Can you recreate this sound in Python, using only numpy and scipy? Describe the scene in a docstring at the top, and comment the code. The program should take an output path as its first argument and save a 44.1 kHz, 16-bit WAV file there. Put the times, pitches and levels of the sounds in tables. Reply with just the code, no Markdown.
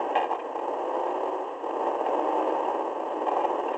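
"""Inside a stripped derby car on a dirt arena: distant cars roar and a neighbouring engine growls throughout.
At 0.15 s the body takes a blow; the car's own uneven eight-cylinder engine revs up to 1.4 s and again to 3.1 s.
Panels rattle over ruts and loose parts clink, and the heaviest late knocks come after 3.2 s.
Engines are pulse trains through cabin filters, panels are struck resonators and distant cars are shaped noise.
A small boxed microphone thins the bass and dulls the treble; a coarse recorder's grit follows the level."""
import sys
import numpy as np
from scipy import signal
from scipy.fft import rfft, irfft, next_fast_len
from scipy.io import wavfile

SR = 44100
rng = np.random.default_rng(int(sys.argv[2]) if len(sys.argv) > 2 else 0)


def invert_db(x):
    """Field ratio 10**(x/20) for x, a level in decibels (scalar or array-like)."""
    u = np.asarray(x, float) / 20
    return 10 ** u


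def output_pcm(signal):
    """Save a mono or channel-first signal as 16-bit PCM at the path in sys.argv[1].

    Samples are clipped to [-1, 1] before scaling.
    """
    pcm = np.clip(np.atleast_2d(signal).T, -1, 1) * 32767
    wavfile.write(sys.argv[1], SR, np.round(pcm).astype(np.int16))


N = 166257

# colour of cabin and microphone housing: pitch_hz, level_db (relative, per Hz)
CABIN_COLOUR = [(100, -64.5), (170, -42), (216, -43.5), (233, -28), (257, -13), (326, -4), (389, -2.5),
                (419, -4.5), (446, -1), (559, -1), (692, -4.5), (746, -2.5), (856, -2), (1090, -8.5),
                (1430, -29.5), (1580, -21.5), (1730, -26.5), (1890, -23), (2060, -30), (2390, -35),
                (2550, -29), (2850, -29), (3110, -31.5), (3400, -40.5), (4420, -86), (7480, -120)]
# speed of the neighbouring engine: start_s, cycle_hz (four-stroke cycles per s), level_db (rms)
NEAR_SPEED = [(0, 21.3, -41), (.25, 21.6, -35.5), (.5, 19.8, -45.5), (.75, 21, -34.5), (1.0, 21.55, -32.5),
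              (1.2, 23.5, -36.5), (1.42, 23.3, -38.5), (1.6, 20.1, -41), (1.85, 21.6, -33),
              (2.12, 18.7, -36.5), (2.35, 19.8, -29), (2.65, 20.2, -35.5), (2.96, 20.6, -39.5),
              (3.2, 19.5, -41.5), (3.45, 21, -33), (3.77, 22.8, -39.5)]
# its cylinders in firing order: lag (shares of a firing gap), strength_db
NEAR_FIRING = [(0, 0), (.05, -2), (-.04, -1), (.05, -3), (0, 0), (-.05, -2), (.04, -3), (.02, -1)]


def rms_one(x):
    """Normalisation: scale to unit rms."""
    return x / np.sqrt(np.mean(x ** 2) + 1e-20)


def in_time(rows):
    """Linear interpolation: columns of a table joined by straight lines in time."""
    s, *columns = np.transpose(rows)
    return [np.interp(np.arange(N) / SR, s, c) for c in columns]


def coloured(x, points):
    """Minimum-phase filtering: a folded cepstrum makes the given spectrum causal."""
    size = next_fast_len(N + SR // 2) * 2
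    hz, db = np.transpose(points)
    bin_hz = np.arange(size // 2 + 1) * SR / size
    gain_db = np.interp(np.log(bin_hz + 1), np.log(hz), db)
    cepstrum = irfft(np.log(invert_db(gain_db)), size)
    cepstrum[1:size // 2] *= 2
    cepstrum[size // 2 + 1:] = 0
    response = np.exp(rfft(cepstrum))
    return irfft(rfft(x, size) * response, size)[:N]


def decay(x, seconds):
    """Exponential relaxation: one-pole smoothing with the given time constant."""
    r = np.exp(-1 / (seconds * SR))
    return signal.lfilter([1 - r], [1, -r], x + 1e-18)


def slow_noise(corner_hz):
    """Random modulation: noise through two equal one-pole low-passes, at unit rms."""
    time_constant = 1 / (2 * np.pi * corner_hz)
    return rms_one(decay(decay(rng.standard_normal(N), time_constant), time_constant))


def far_cars():
    """Incoherent superposition: many unresolved engines merge to noise whose level flutters."""
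    # rms before the flutter: start_s, level_db
    roar = [(0, -29), (.5, -38.5), (1.2, -36), (1.55, -38.5), (2.4, -33.5), (2.97, -40), (3.15, -35.5),
            (3.77, -35)]
    # chassis clatter lifts the treble: pitch_hz, level_db
    clatter_tilt = [(300, -1), (1200, 0), (1600, 4), (3500, 2.5)]
    flutter_db = 1.5 * slow_noise(14)
    noise = coloured(rng.standard_normal(N), CABIN_COLOUR)
    return invert_db(in_time(roar)[0] + flutter_db) * rms_one(coloured(noise, clatter_tilt))


def near_drone():
    """Harmonic radiation: the exhaust of the neighbour drones at twice its firing rate while it pulls."""
    # rms before the waver: start_s, level_db
    strength = [(0, -57.5), (.65, -55), (.8, -43.5), (1.05, -43), (1.35, -44.5), (1.5, -55), (2.08, -53.5),
                (2.2, -45.5), (2.6, -44.5), (3.0, -46), (3.3, -46.5), (3.55, -44), (3.77, -49)]
    waver_db = 4.5 * slow_noise(12)
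    cycles = np.cumsum(in_time(NEAR_SPEED)[0]) / SR
    turns = cycles * len(NEAR_FIRING) * 2
    return invert_db(in_time(strength)[0] + waver_db) * np.sqrt(2) * np.sin(2 * np.pi * turns)


def cabin(x):
    """Multiple reflection: all-pass echoes from bare sheet metal smear each pulse."""
    # delays of the echoes: path_s
    paths = [.0009, .0017, .0029]
    reflects = .4
    for path_s in paths:
        gap = np.zeros(int(path_s * SR) - 1)
        x = signal.lfilter(np.r_[-reflects, gap, 1], np.r_[1, gap, -reflects], x)
    return x


def engine(speed, rough, ailing_db, cylinders, first_due_s):
    """Periodic excitation: each firing gives a pulse and turbulent gas; unevenness scatters time and strength."""
    spread_db, jitter_gaps = 5.5, .08  # standard deviations at unevenness 1
    pulse_smooth_s, puff_decay_s = .0001 / 4, .002
    puff_db = -8  # puffs relative to pulses at unevenness 0.5
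    cycle_hz, level_db = in_time(speed)
    lag, strength_db = np.transpose(cylinders)

    # turns counts firings from the moment at which the first cylinder is due
    turns = np.cumsum(cycle_hz) / SR * len(lag)
    turns = turns - turns[int(first_due_s * SR)]
    firing = np.arange(-800, 800)
    cylinder = firing % len(lag)
    chance = rng.standard_normal((len(firing), 2))
    unevenness = np.interp(firing, turns, rough)
    due = firing + lag[cylinder] + jitter_gaps * unevenness * chance[:, 0]
    firing_db = strength_db[cylinder] + spread_db * unevenness * chance[:, 1]
    firing_db += (cylinder == 0) * np.interp(firing, turns, ailing_db)

    inside = (due > turns[0]) & (due < turns[-1])
    at_sample = np.interp(due, turns, np.arange(N)).astype(int)
    clicks = np.zeros(N)
    np.add.at(clicks, at_sample[inside], invert_db(firing_db[inside]))
    pulses = rms_one(decay(clicks, pulse_smooth_s))
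    turbulence = decay(rng.standard_normal(N), pulse_smooth_s)
    puffs = rms_one(decay(clicks, puff_decay_s) * turbulence)
    exhaust = cabin(pulses + invert_db(puff_db) * 2 * rough * puffs)
    return invert_db(level_db) * rms_one(coloured(exhaust, CABIN_COLOUR))


def near_engine():
    """Pulse-train excitation: the neighbouring car fires more evenly while it pulls."""
    # state of its firing: start_s, unevenness (0-1)
    roughness = [(0, .45), (.6, .45), (.75, .35), (1.4, .35), (1.55, .45), (2.05, .45), (2.2, .3),
                 (3.1, .3), (3.77, .35)]
    return engine(NEAR_SPEED, in_time(roughness)[0], np.zeros(N), NEAR_FIRING, 1.4)


def clinks():
    """Damped free vibration: each small loose part gives one short high ring."""
    # single rings: start_s, level_db (before rise and decay), pitch_hz
    rings = [(1.986, -38, 2743), (2.246, -46, 2662), (2.399, -33.5, 2640), (2.651, -33, 2780),
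             (2.717, -41, 2832), (3.337, -36, 2440), (3.614, -37, 2830), (3.626, -42.5, 2895),
             (3.682, -26.5, 2740), (3.692, -34, 2750), (3.74, -45, 2598), (3.752, -40, 2940)]
    rise_s, t60_s = .002, .022
    t, out = np.arange(N) / SR, np.zeros(N)
    for start_s, level_db, hz in rings:
        age = np.clip(t - start_s, 0, 1)
        envelope = invert_db(level_db - 60 * age / t60_s) * (1 - np.exp(-age / rise_s))
        out += envelope * np.sin(2 * np.pi * hz * age)
    return out


def rattle_contacts():
    """Random impact process: each rattle is a swelling and fading run of uneven contacts."""
    # runs: start_s, length_s, level_db, brightness_db (added for the high panel modes)
    rattles = [(0.153, .04, -23.5, 8.5), (0.186, .09, -31, 7.5), (.305, .035, -23.5, -1.5),
               (0.344, .015, -24, 2), (0.387, .02, -34, 13), (1.061, .036, -31, 5.5),
               (1.102, .012, -33.5, 12), (1.27, 0.01, -33.5, 2), (2.289, 0.58, -31.5, -5),
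               (2.491, .022, -38, 13), (3.243, .24, -28, -2), (3.4, 0.012, -27.5, 3),
               (3.433, .025, -22, -5), (3.724, 0.023, -22, 1.5)]
    contacts_per_s, per_contact_db = 3500, -15.5
    t = np.arange(N) / SR
    touch = (rng.random(N) < contacts_per_s / SR) * rng.choice([-1, 1], N)
    touch = touch * invert_db(2 * rng.standard_normal(N))
    dull, bright = np.zeros(N), np.zeros(N)
    for start_s, length_s, level_db, brightness_db in rattles:
        progress = np.clip((t - start_s) / length_s, 0, 1)
        run = touch * np.sqrt(np.sin(np.pi * progress).clip(0))
        # equal energy per expected contact
        run = run * np.sqrt(contacts_per_s * length_s / (np.sum(run ** 2) + 1e-9))
        dull += invert_db(level_db + per_contact_db) * run
        bright += invert_db(level_db + per_contact_db + brightness_db) * run
    return dull, bright


def body():
    """Modal synthesis: rattles and single knocks excite the damped modes of the panels."""
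    # panel modes: pitch_hz, level_db, t60_s
    panels = [(514, -10, 0.024), (675, -17.5, .03), (739.6, -6, 0.035), (836, -3.5, 0.033), (889, -9, .03),
              (983, -12, .03), (1078, -12.5, .03), (1620, -21, 0.039), (1916, -17.5, 0.017),
              (2390, -29, 0.1), (2500, -31.5, 0.071), (2813, -25, .036), (3107, -27.5, 0.023),
              (3580, -36, 0.022)]
    # single contacts: start_s, level_db, brightness_db (added for the high panel modes)
    knocks = [(.1536, -16, 9), (.1572, -12, -1), (.1655, -10, 0), (.1755, -12, 1), (.1865, -14, 1),
              (.2005, -14.5, 0.5), (.2145, -14, -1.5), (.2285, -14, -2), (.2405, -17.5, -1),
              (.3012, -17, -7), (.3115, -16, -8.5), (.3285, -13.5, -8), (.5612, -19, -8),
              (.5892, -17, -4.5), (1.8675, -14.5, -7), (2.0625, -14.5, -2), (3.0012, -17.5, -7.5),
              (3.2675, -12.5, -5.5), (3.2825, -12, -4.5), (3.3145, -11.5, -9.5), (3.3655, -10.5, -15),
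              (3.4385, -12.5, -12), (3.4465, -9, -10)]
    bright_above_hz, soft_contact_hz, hard_contact_hz = 1400, 1150, 3700
    dull, bright = rattle_contacts()
    out = np.zeros(N)
    at_s, knock_db, knock_bright_db = np.transpose(knocks)
    spread_db = 2 * rng.standard_normal((len(knocks), len(panels)))  # from mode to mode
    for k, (hz, db, t60_s) in enumerate(panels):
        high = hz > bright_above_hz
        contacts = (bright if high else dull) * invert_db(db) * rng.choice([-1, 1], N)
        hit_db = db + knock_db + high * knock_bright_db + spread_db[:, k]
        contacts[(at_s * SR).astype(int)] += (-1) ** k * invert_db(hit_db)

        # the finite time of contact limits the treble
        edge_hz = hard_contact_hz if high else soft_contact_hz
        contacts = signal.sosfilt(signal.butter(4, edge_hz, fs=SR, output="sos"), contacts + 1e-18)
        r, w = invert_db(-60 / (t60_s * SR)), 2 * np.pi * hz / SR
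        poles = [1, -2 * r * np.cos(w), r * r]
        out += signal.lfilter([np.sin(w) / 2, 0, -np.sin(w) / 2], poles, contacts + 1e-18) / np.sin(w)
    return signal.sosfilt(signal.butter(4, 450, "high", fs=SR, output="sos"), out)


def own_engine():
    """Cyclic irregularity: eight cylinders fire in turn, and one ailing cylinder fires at another strength."""
    # speed: start_s, cycle_hz (four-stroke cycles per s), level_db (rms)
    speed = [(0, 15.6, -30.5), (.14, 15.3, -35.5), (.3, 15.1, -46.5), (.45, 15.1, -37), (.7, 16.5, -31),
             (.85, 16.8, -34), (1.09, 17.65, -32), (1.26, 17.9, -32), (1.40, 18.1, -31.5),
             (1.45, 17.8, -37.5), (1.62, 15.5, -41), (1.65, 15.4, -32.5), (1.78, 15.4, -31),
             (1.98, 15.7, -31), (2.27, 17.2, -30.5), (2.5, 17.9, -29), (2.71, 18.7, -29.5),
             (2.85, 18.95, -31.5), (3.0, 19.2, -33), (3.22, 19.2, -30.5), (3.36, 18.9, -30.5),
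             (3.6, 18.7, -30.5), (3.77, 18.5, -32)]
    # cylinders in firing order: lag (shares of a firing gap), strength_db
    cylinders = [(.1, 0), (.25, -3), (.05, 0), (.12, -2), (.18, 0), (-.08, -2), (.0, 0), (-.15, -2)]
    # state of its firing: start_s, unevenness (0-1), ailing_db (added to the first cylinder)
    roughness = [(0, .5, -6), (.5, .45, -10), (.8, .35, -5), (1.3, .3, -9), (1.7, .5, -3), (2.5, .45, -2),
                 (2.93, .3, -5), (2.98, .22, -30), (3.11, .22, -25), (3.2, .3, -10), (3.3, .4, -4),
                 (3.77, .5, -3)]
    return engine(speed, *in_time(roughness), cylinders, 2.986)  # s, the ailing cylinder is due


def exhaust_pipe(x):
    """Resonance: a moving pipe mode sings under load, added to the sound that passes."""
    # mode: start_s, pitch_hz, share_db (share added)
    mode = [(0, 850, -5), (.6, 840, -12), (1.1, 930, -2), (1.5, 917, -13), (2.0, 884, -5),
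            (2.35, 868, -2.5), (2.65, 930, 3), (2.9, 893, -13), (3.77, 897, -13)]
    width_hz = 42
    hz, share_db = in_time(mode)
    # shift the mode to 0 Hz, smooth there, shift back
    turn = np.exp(2j * np.pi * np.cumsum(hz) / SR)
    ring = decay(x / turn, 1 / (np.pi * width_hz)) * turn
    return x + invert_db(share_db) * 2 * np.real(ring)


def cabin_notches(x):
    """Destructive interference: narrow cancellations in the cabin."""
    # cancellations: pitch_hz, width_hz, depth_db
    dips = [(686.4, 20, 13), (1448, 76, 7), (1673, 40, 6), (2022, 110, 11.5), (2240, 19, 6), (2350, 71, 8),
            (3270, 110, 10.5)]
    for hz, width_hz, depth_db in dips:
        w, a = 2 * np.pi * hz / SR, np.pi * width_hz / SR
        left = a * invert_db(-depth_db)
        x = signal.lfilter([1 + left, -2 * np.cos(w), 1 - left], [1 + a, -2 * np.cos(w), 1 - a], x)
    return x


def scene():
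    """Superposition: all sources as they reach the microphone."""
    engines = exhaust_pipe(own_engine() + near_engine())
    mix = engines + near_drone() + far_cars() + body() + clinks()
    return cabin_notches(mix)[None]


def recorder_grit(dry):
    """Signal-dependent noise: grit grows with the smoothed magnitude, over a steady hiss."""
    # colour of grit and hiss: pitch_hz, level_db
    grit_colour = [(20, 1), (70, 6), (150, 12), (250, 22.5), (1000, 10.5), (3800, -1), (5000, -0.5),
                   (7300, 1.5), (8000, -2.5), (8500, -14), (9000, -44.5)]
    grit_db, follows, hiss_db = -32, 0.86, -73.5  # levels before colouring; exponent of the swing
    size = decay(np.abs(dry[0]), 0.00038)
    mean = np.sqrt(np.mean(dry ** 2))
    strength = invert_db(grit_db) * mean * (size / mean) ** follows + invert_db(hiss_db)
    return coloured(strength * rng.standard_normal(N), grit_colour)


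def sampling_whine():
    """Sampling image: a faint steady high whine and its mirror tone, left by the recorder's 16 kHz sampling."""
    # whine and its mirror about 8 kHz: pitch_hz, level_db (rms)
    tones = [(7827, -84), (8172, -88)]
    t = np.arange(N) / SR
    return sum(invert_db(db) * np.sqrt(2) * np.sin(2 * np.pi * hz * t) for hz, db in tones)


def roll_off(x):
    """The treble ends steeply here."""
    return signal.sosfilt(signal.butter(12, 8950, fs=SR, output="sos"), x)


def record(dry):
    """Additive noise: the recorder adds grit, hiss and a faint whine."""
    mix = dry + recorder_grit(dry) + sampling_whine()
    return roll_off(mix)


dry = scene()
out = record(dry)
output_pcm(out)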